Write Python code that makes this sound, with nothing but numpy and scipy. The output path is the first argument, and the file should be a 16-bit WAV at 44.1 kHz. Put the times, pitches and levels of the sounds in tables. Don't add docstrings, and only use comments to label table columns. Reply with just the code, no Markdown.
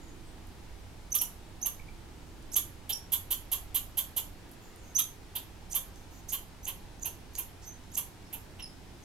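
import sys
import numpy as np
from scipy import signal
from scipy.fft import rfft, irfft, next_fast_len
from scipy.io import wavfile
from scipy.ndimage import uniform_filter1d

SR = 44100
rng = np.random.default_rng(int(sys.argv[2]) if len(sys.argv) > 2 else 0)


def attenuation_scalar(level_db):
    decades = np.asarray(level_db, float) / 20
    return 10 ** decades


def wrap_up_sound(samples):
    columns = np.atleast_2d(samples).T
    tamed = np.clip(columns, -1, 1)
    steps = np.round(tamed * 32767).astype(np.int16)
    wavfile.write(sys.argv[1], SR, steps)


N = 398663

# time in seconds, pitch in Hz, level in dB.
SQUEAKS = [
    [(1.103, 4800, -66), (1.115, 6460, -57), (1.122, 6240, -31), (1.13, 6120, -29.5), (1.135, 5500, -47)],
    [(1.187, 5420, -34), (1.192, 6020, -35), (1.199, 5960, -39), (1.203, 5300, -51)],
    [(1.614, 5300, -48), (1.623, 6270, -47), (1.63, 6340, -29.5), (1.64, 6140, -36), (1.645, 6000, -60)],
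    [(2.515, 5050, -57), (2.525, 6220, -44), (2.533, 7630, -53), (2.54, 7520, -46), (2.545, 6180, -28),
     (2.55, 6100, -41)],
    [(2.925, 4750, -41), (2.93, 5580, -36), (2.935, 5630, -30), (2.939, 5500, -38), (2.945, 5000, -44)],
    [(4.946, 5240, -63), (4.952, 5800, -39), (4.96, 6120, -26), (4.967, 6270, -23), (4.976, 6150, -32)],
    [(5.697, 5180, -64), (5.71, 6190, -54), (5.724, 6240, -56), (5.729, 6810, -40), (5.733, 6170, -30.5),
     (5.737, 5930, -59)],
    [(6.282, 5430, -67), (6.292, 6480, -37), (6.3, 6400, -57), (6.308, 6870, -49), (6.314, 6850, -48),
     (6.318, 6460, -57)],
    [(6.63, 6060, -55), (6.645, 6100, -51), (6.651, 8080, -55), (6.655, 6300, -33), (6.66, 6220, -59)],
    [(6.995, 6230, -45), (7.003, 6750, -77), (7.028, 6900, -41.5), (7.035, 6080, -31.5), (7.041, 6100, -69)],
    [(7.334, 5590, -64), (7.34, 6350, -60.5), (7.35, 7300, -63), (7.356, 7220, -53), (7.364, 6380, -42),
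     (7.368, 5800, -53)],
    [(7.653, 5570, -62), (7.66, 6120, -59), (7.682, 6140, -44.5), (7.695, 6350, -49), (7.703, 6280, -66)],
    [(7.915, 5210, -68), (7.925, 6450, -54), (7.946, 7900, -61), (7.952, 7200, -45), (7.956, 6130, -30.5),
     (7.961, 6000, -62)],
    [(8.623, 4800, -50), (8.627, 5410, -42.5), (8.636, 5280, -50), (8.643, 5050, -38.5), (8.647, 5190, -54)],
]
# frequency in Hz, left minus right in dB, phase lag of the left in radians.
SIDE = [(1100, 1, 0.097), (3000, -6.5, 1.2), (5000, -3, 0.88), (8500, -10.5, 1.57), (12000, -8, 1),
        (15000, -0.5, 1.9)]


def evened(x):
    return x / np.sqrt(np.mean(x ** 2) + 1e-20)


def read(points, hz, column=1):
    table = np.transpose(points)
    return np.interp(np.log(hz + 1), np.log(table[0] + 1), table[column])


def add(mix, s, sound):
    part = mix[round(s * SR):][:len(sound)]
    part += sound[:len(part)]


def resonate(x, hz, width):
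    turn = np.exp(2j * np.pi * np.cumsum(hz * np.ones(len(x))) / SR)
    r = np.exp(-np.pi * width / SR)
    smooth = signal.lfilter([(1 - r) ** 2], [1, -2 * r, r * r], x / turn)
    return 2 * (turn * smooth).real


def tract(x, modes, mouth=1):
    total = 0
    for k, (hz, width, db) in enumerate(modes):
        total = total + (-1) ** k * attenuation_scalar(db) * resonate(x, hz * mouth, width)
    return evened(total)


def chuck(s, db, top_hz, length, low_db):
    # multiple of the throat pitch, width in Hz, level in dB.
    low_throat = [(.66, 504, -17), (1., 880, 20), (1.5, 1310, -3)]
    # centre in Hz, width in Hz, level in dB.
    bright_throat = [(6900, 2510, -13.5), (10120, 2000, -10.5), (11000, 1000, -2.5), (12620, 1260, 5),
                     (14640, 4900, -13)]
    u = np.arange(round(1.6 * length * SR)) / SR / length
    wobble, puff = rng.standard_normal((2, len(u)))
    ragged = np.clip(0.18 + 0.4 * u ** 2, 0, 0.8)

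    rise = 0.46 * np.clip(1 - u / 1.05, 0, 1) ** 1.8
    sag = 0.35 * np.clip(u - 1.05, 0, 1)
    hz = top_hz * (1 - rise - sag)
    turns = np.cumsum(hz * (1 + 0.5 * ragged * uniform_filter1d(wobble, size=40))) / SR
    folds = evened(sum(np.cos(2 * np.pi * k * turns) * (k * hz < 0.45 * SR) for k in range(1, 28)))
    alternation = 1 + ragged * np.cos(np.pi * turns)
    folds *= alternation
    puffs = evened(np.exp(-(turns % 1) / 0.3) * puff)

    pursed = any(0 < s - rows[-1][0] < 0.02 for rows in SQUEAKS)
    mouth = 1 - (0.17 if pursed else 0.07) * np.clip(1 - u / 0.89, 0, 1)
    effort = (u + 0.14) * np.exp(-(u / 1.065) ** 3.13)
    effort *= np.clip(u / 0.075, 0.3, 1)
    late = np.clip((u / 0.44) ** 3, 0.25, 1) if pursed else 1

    bright = evened(late * effort ** 1.5) * tract((1 - ragged) * folds + ragged * puffs, bright_throat, mouth)
    throat_hz = 3223 + 40 * (low_db + 41)
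    low_source = folds + 2.2 * (ragged + 0.15) * puffs
    low = evened(effort) * tract(low_source, low_throat, throat_hz * np.sqrt(mouth))
    fundamental = evened(effort ** 0.23 * alternation * np.sin(2 * np.pi * turns))
    fundamental_db = -52.5 + 0.33 * (db + 27)
    return s, attenuation_scalar(db) * bright + attenuation_scalar(low_db) * low + attenuation_scalar(fundamental_db) * fundamental


def squeak(rows):
    s, *columns = np.transpose(rows)
    t = np.arange(s[0], s[-1], 1 / SR)
    hz, db = (np.interp(t, s, c) for c in columns)
    wobble = uniform_filter1d(rng.standard_normal(len(t)), size=40)
    angle = 2 * np.pi * np.cumsum(uniform_filter1d(hz, size=60) * (1 + 0.033 * wobble)) / SR
    octave = attenuation_scalar(-47 + 0.55 * (db + 34))
    octave = octave / (1 + (hz / 6650) ** 30)
    octave = octave * (1 + 1.3 * np.exp(-((hz - 5590) / 300) ** 2))
    tone = attenuation_scalar(db) * (np.sin(angle) + attenuation_scalar(-32) * np.sin(1.5 * angle))
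    tone = tone + octave * np.sin(2 * angle)
    return s[0], np.sqrt(2) * tone * signal.windows.tukey(len(t), 0.1)


def rasp(s, length, db):
    # centre in Hz, width in Hz, level in dB.
    airy_throat = [(7000, 3500, -0.91), (9860, 1300, -1.6), (12400, 1500, 0)]
    u = np.arange(round(length * SR)) / SR / length
    air = rng.standard_normal(len(u))
    swell = np.sin(np.pi * u ** 1.64) ** 0.63
    return s, attenuation_scalar(db) * swell * tract(air, airy_throat)


def peep(s, length, hz, width, db):
    air = rng.standard_normal(round(length * SR))
    octave_db = -33 + 260 * length
    sound = evened(resonate(air, hz, width))
    sound = sound + attenuation_scalar(octave_db) * evened(resonate(air, 2 * hz, 2 * width))
    return s, attenuation_scalar(db) * sound * signal.windows.tukey(len(air), 0.4)


def tick(s, db, hz):
    t = np.arange(300) / SR
    scratch = evened(resonate(rng.standard_normal(300), hz, 5300))
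    return s, attenuation_scalar(db - 60 * t / 0.014) * scratch


def direct(x):
    # delay in seconds, level in dB.
    trunks = [(0.0181, -11), (.036, -22.5)]
    size = next_fast_len(N + SR)
    hz = np.fft.rfftfreq(size, 1 / SR)
    echoes = sum(attenuation_scalar(db) * np.exp(-2j * np.pi * hz * s) for s, db in trunks)
    near = rfft(x, size) * (1 + echoes)
    port = attenuation_scalar(0.5 * read(SIDE, hz)) * np.exp(-0.5j * read(SIDE, hz, column=2))
    return np.array([irfft(near * port, size)[:N], irfft(near / port, size)[:N]])


def woods(x):
    # frequency in Hz, time to fall 60 dB in seconds, starting level in dB.
    tail = [(1000, 0.33, -17), (3000, 0.26, -20.5), (7000, 0.25, -13.5), (15100, 0.27, -26.5)]
    at_hz, t60, db = np.transpose(tail)
    out = np.zeros((2, N))
    turn = np.arange(N) / SR * 2.3
    for k in range(3):
        taps = np.zeros((2, SR // 2))
        at = np.arange(450, SR // 2 - 20, 20)
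        at = at + rng.integers(0, 20, (2, len(at)))
        np.put_along_axis(taps, at, rng.choice([-1., 1.], at.shape), 1)
        hz, t, z = signal.stft(taps, SR, nperseg=128)
        z = z * attenuation_scalar(np.interp(hz, at_hz, db)[:, None] - 60 * t / np.interp(hz, at_hz, t60)[:, None])
        z *= attenuation_scalar(np.outer([0.3, -0.3], read(SIDE, hz)))[:, :, None]
        response = signal.istft(z, SR, nperseg=128)[1]
        share = np.sqrt(2 / 3) * np.cos(np.pi * (turn + k / 3))
        out += signal.fftconvolve((x * share)[None], response, axes=1)[:, :N]
    return out


def hum():
    # frequency in Hz, relative level in dB per Hz.
    colour = [(20, -4.5), (40, -10.5), (98, -9), (153, -12), (344, -15.5), (584, -22.5), (863, -19.5),
              (1080, -25.5), (1550, -26), (3900, -30.5), (6400, -34), (12000, -39.5), (15800, -47)]
    # frequency in Hz, left-right likeness (1 = the same).
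    likeness = [(60, 0.9), (380, 0.63), (2380, 0.25), (15000, 0.28)]
    # frequency in Hz, left minus right in dB.
    balance = [(100, -3.5), (400, -2), (800, 3), (2400, -0.4), (15000, -.5)]
    # time in seconds, lift of the deep rumble in dB, lift of the drone near 320 Hz in dB.
    swells = [(0, 2, 7.5), (.6, 3.5, 1), (2.1, 4, 1.5), (2.5, 1.5, 6.5), (3, 1, -0.5), (4, 4.5, 2.5),
              (4.5, -0.5, 1.5), (6.2, 1.5, 1), (9.04, 0, 2)]
    # frequency in Hz, level over the rumble in dB.
    engines = [(30, 1), (55, 4), (91, 0.5), (170, -9)]
    frames = N // 1024 + 5
    hz = np.fft.rfftfreq(4096, 1 / SR)[:, None]
    a, b, c, d, patches = rng.standard_normal((frames, 2049, 5)).T
    patches = uniform_filter1d(patches, size=16, axis=0)
    patches = evened(uniform_filter1d(patches, size=10, axis=1))

    s, *levels = np.transpose(swells)
    rumble_db, drone_db = (np.interp(np.arange(frames) * 1024 / SR, s, db) for db in levels)
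    swell_db = rumble_db / (1 + (hz / 90) ** 4) + drone_db * np.exp(-((hz - 320) / 60) ** 2)

    alike = np.clip(read(likeness, hz), -1, 1)
    left = a + 1j * b
    right = alike * left + np.sqrt(1 - alike ** 2) * (c + 1j * d)
    z = np.array([left, right])
    z *= attenuation_scalar(read(colour, hz) + 0.82 * patches + swell_db)
    z *= 1 + sum(attenuation_scalar(db) / (1 + ((hz - f) / 7) ** 4) for f, db in engines)
    z *= attenuation_scalar(np.array([0.5, -0.5])[:, None, None] * read(balance, hz))
    noise = signal.istft(z, nperseg=4096, noverlap=3072)[1][:, :N]
    return attenuation_scalar(-48) * evened(noise)


def scene():
    # start in seconds, level of the bright band in dB, top pitch in Hz,
    # time scale in seconds (a chuck lasts 1.6 of these), level of the low band in dB.
    chucks = [(1.142, -28, 1273, 0.022, -41.5), (1.206, -30, 983, .02, -46),
              (1.65, -32, 1178, 0.023, -45.5), (2.554, -26, 1243, 0.024, -39.5),
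              (2.891, -34, 915, 0.019, -39), (3.118, -28.5, 1127, 0.027, -39.5),
              (3.304, -30, 1163, .025, -41), (3.514, -30, 1147, .026, -41.5),
              (3.743, -29, 1150, 0.027, -40.5), (3.97, -30, 1157, 0.027, -40.5),
              (4.162, -31, 1100, 0.024, -42), (4.978, -27.5, 1343, 0.025, -37),
              (5.351, -36, 1018, 0.019, -40), (5.738, -31.5, 1228, 0.032, -44),
              (6.318, -34, 1137, .03, -43), (6.664, -38, 1129, 0.032, -44.5),
              (7.046, -36.5, 1018, .025, -47.5), (7.374, -36.5, 1092, .027, -49.5),
              (7.964, -31.5, 1148, 0.026, -46.5), (8.325, -41, 963, 0.023, -49),
              (8.59, -63, 1082, .018, -48.5)]
    # start in seconds, length in seconds, level in dB.
    rasps = [(1.122, 0.012, -44), (1.626, .018, -58), (2.524, .024, -41.5), (2.925, .018, -46),
             (4.955, .02, -44), (5.704, 0.033, -41.5), (6.284, 0.026, -40.5), (6.64, 0.024, -48),
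             (7.014, .026, -52), (7.345, 0.02, -50), (7.933, 0.031, -44.5)]
    # start and length in seconds, pitch in Hz, width in Hz, level in dB. The first three
    # rows and the 2300 Hz notes near 1.8 s are a distant bird; the rest are the animal's breathy peeps.
    peeps = [(0.014, .031, 7000, 500, -64.5), (.078, .031, 6670, 300, -64), (.255, .054, 8200, 400, -69),
             (1.793, 0.0092, 2300, 60, -51), (1.882, 0.01, 2340, 60, -52.5), (4.597, .13, 6900, 900, -69.5),
             (4.775, .059, 7140, 150, -68), (4.82, .11, 6400, 400, -66), (5.928, .12, 6300, 300, -71),
             (6.099, 0.12, 6460, 1800, -65), (7.615, .047, 6100, 3000, -57.5), (8.25, .03, 5370, 151, -65),
             (8.598, 0.014, 5600, 200, -54), (9.02, .03, 6240, 500, -63)]
    # start in seconds, starting level in dB, centre in Hz.
    ticks = [(0.4713, -50.5, 11000), (2.4257, -55, 7010), (4.492, -55, 12000), (4.5147, -47.5, 11000),
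             (4.5217, -50, 11200), (4.7601, -48.5, 10700), (5.9588, -51, 6530), (7.353, -33.5, 6310),
             (7.8394, -57, 6080)]
    calls = np.zeros(N)
    for row in chucks:
        add(calls, *chuck(*row))
    for rows in SQUEAKS:
        add(calls, *squeak(rows))
    for row in rasps:
        add(calls, *rasp(*row))
    for row in peeps:
        add(calls, *peep(*row))
    for row in ticks:
        add(calls, *tick(*row))
    return direct(calls) + woods(calls) + hum()


def low_pass(x):
    return signal.sosfilt(signal.butter(12, 16340, fs=SR, output="sos"), x)


def record(dry):
    edge = signal.firwin(255, 16000, window=("kaiser", 9), fs=SR)
    mix = signal.oaconvolve(dry, edge[None], "same")
    return low_pass(mix)


dry = scene()
out = record(dry)
wrap_up_sound(out)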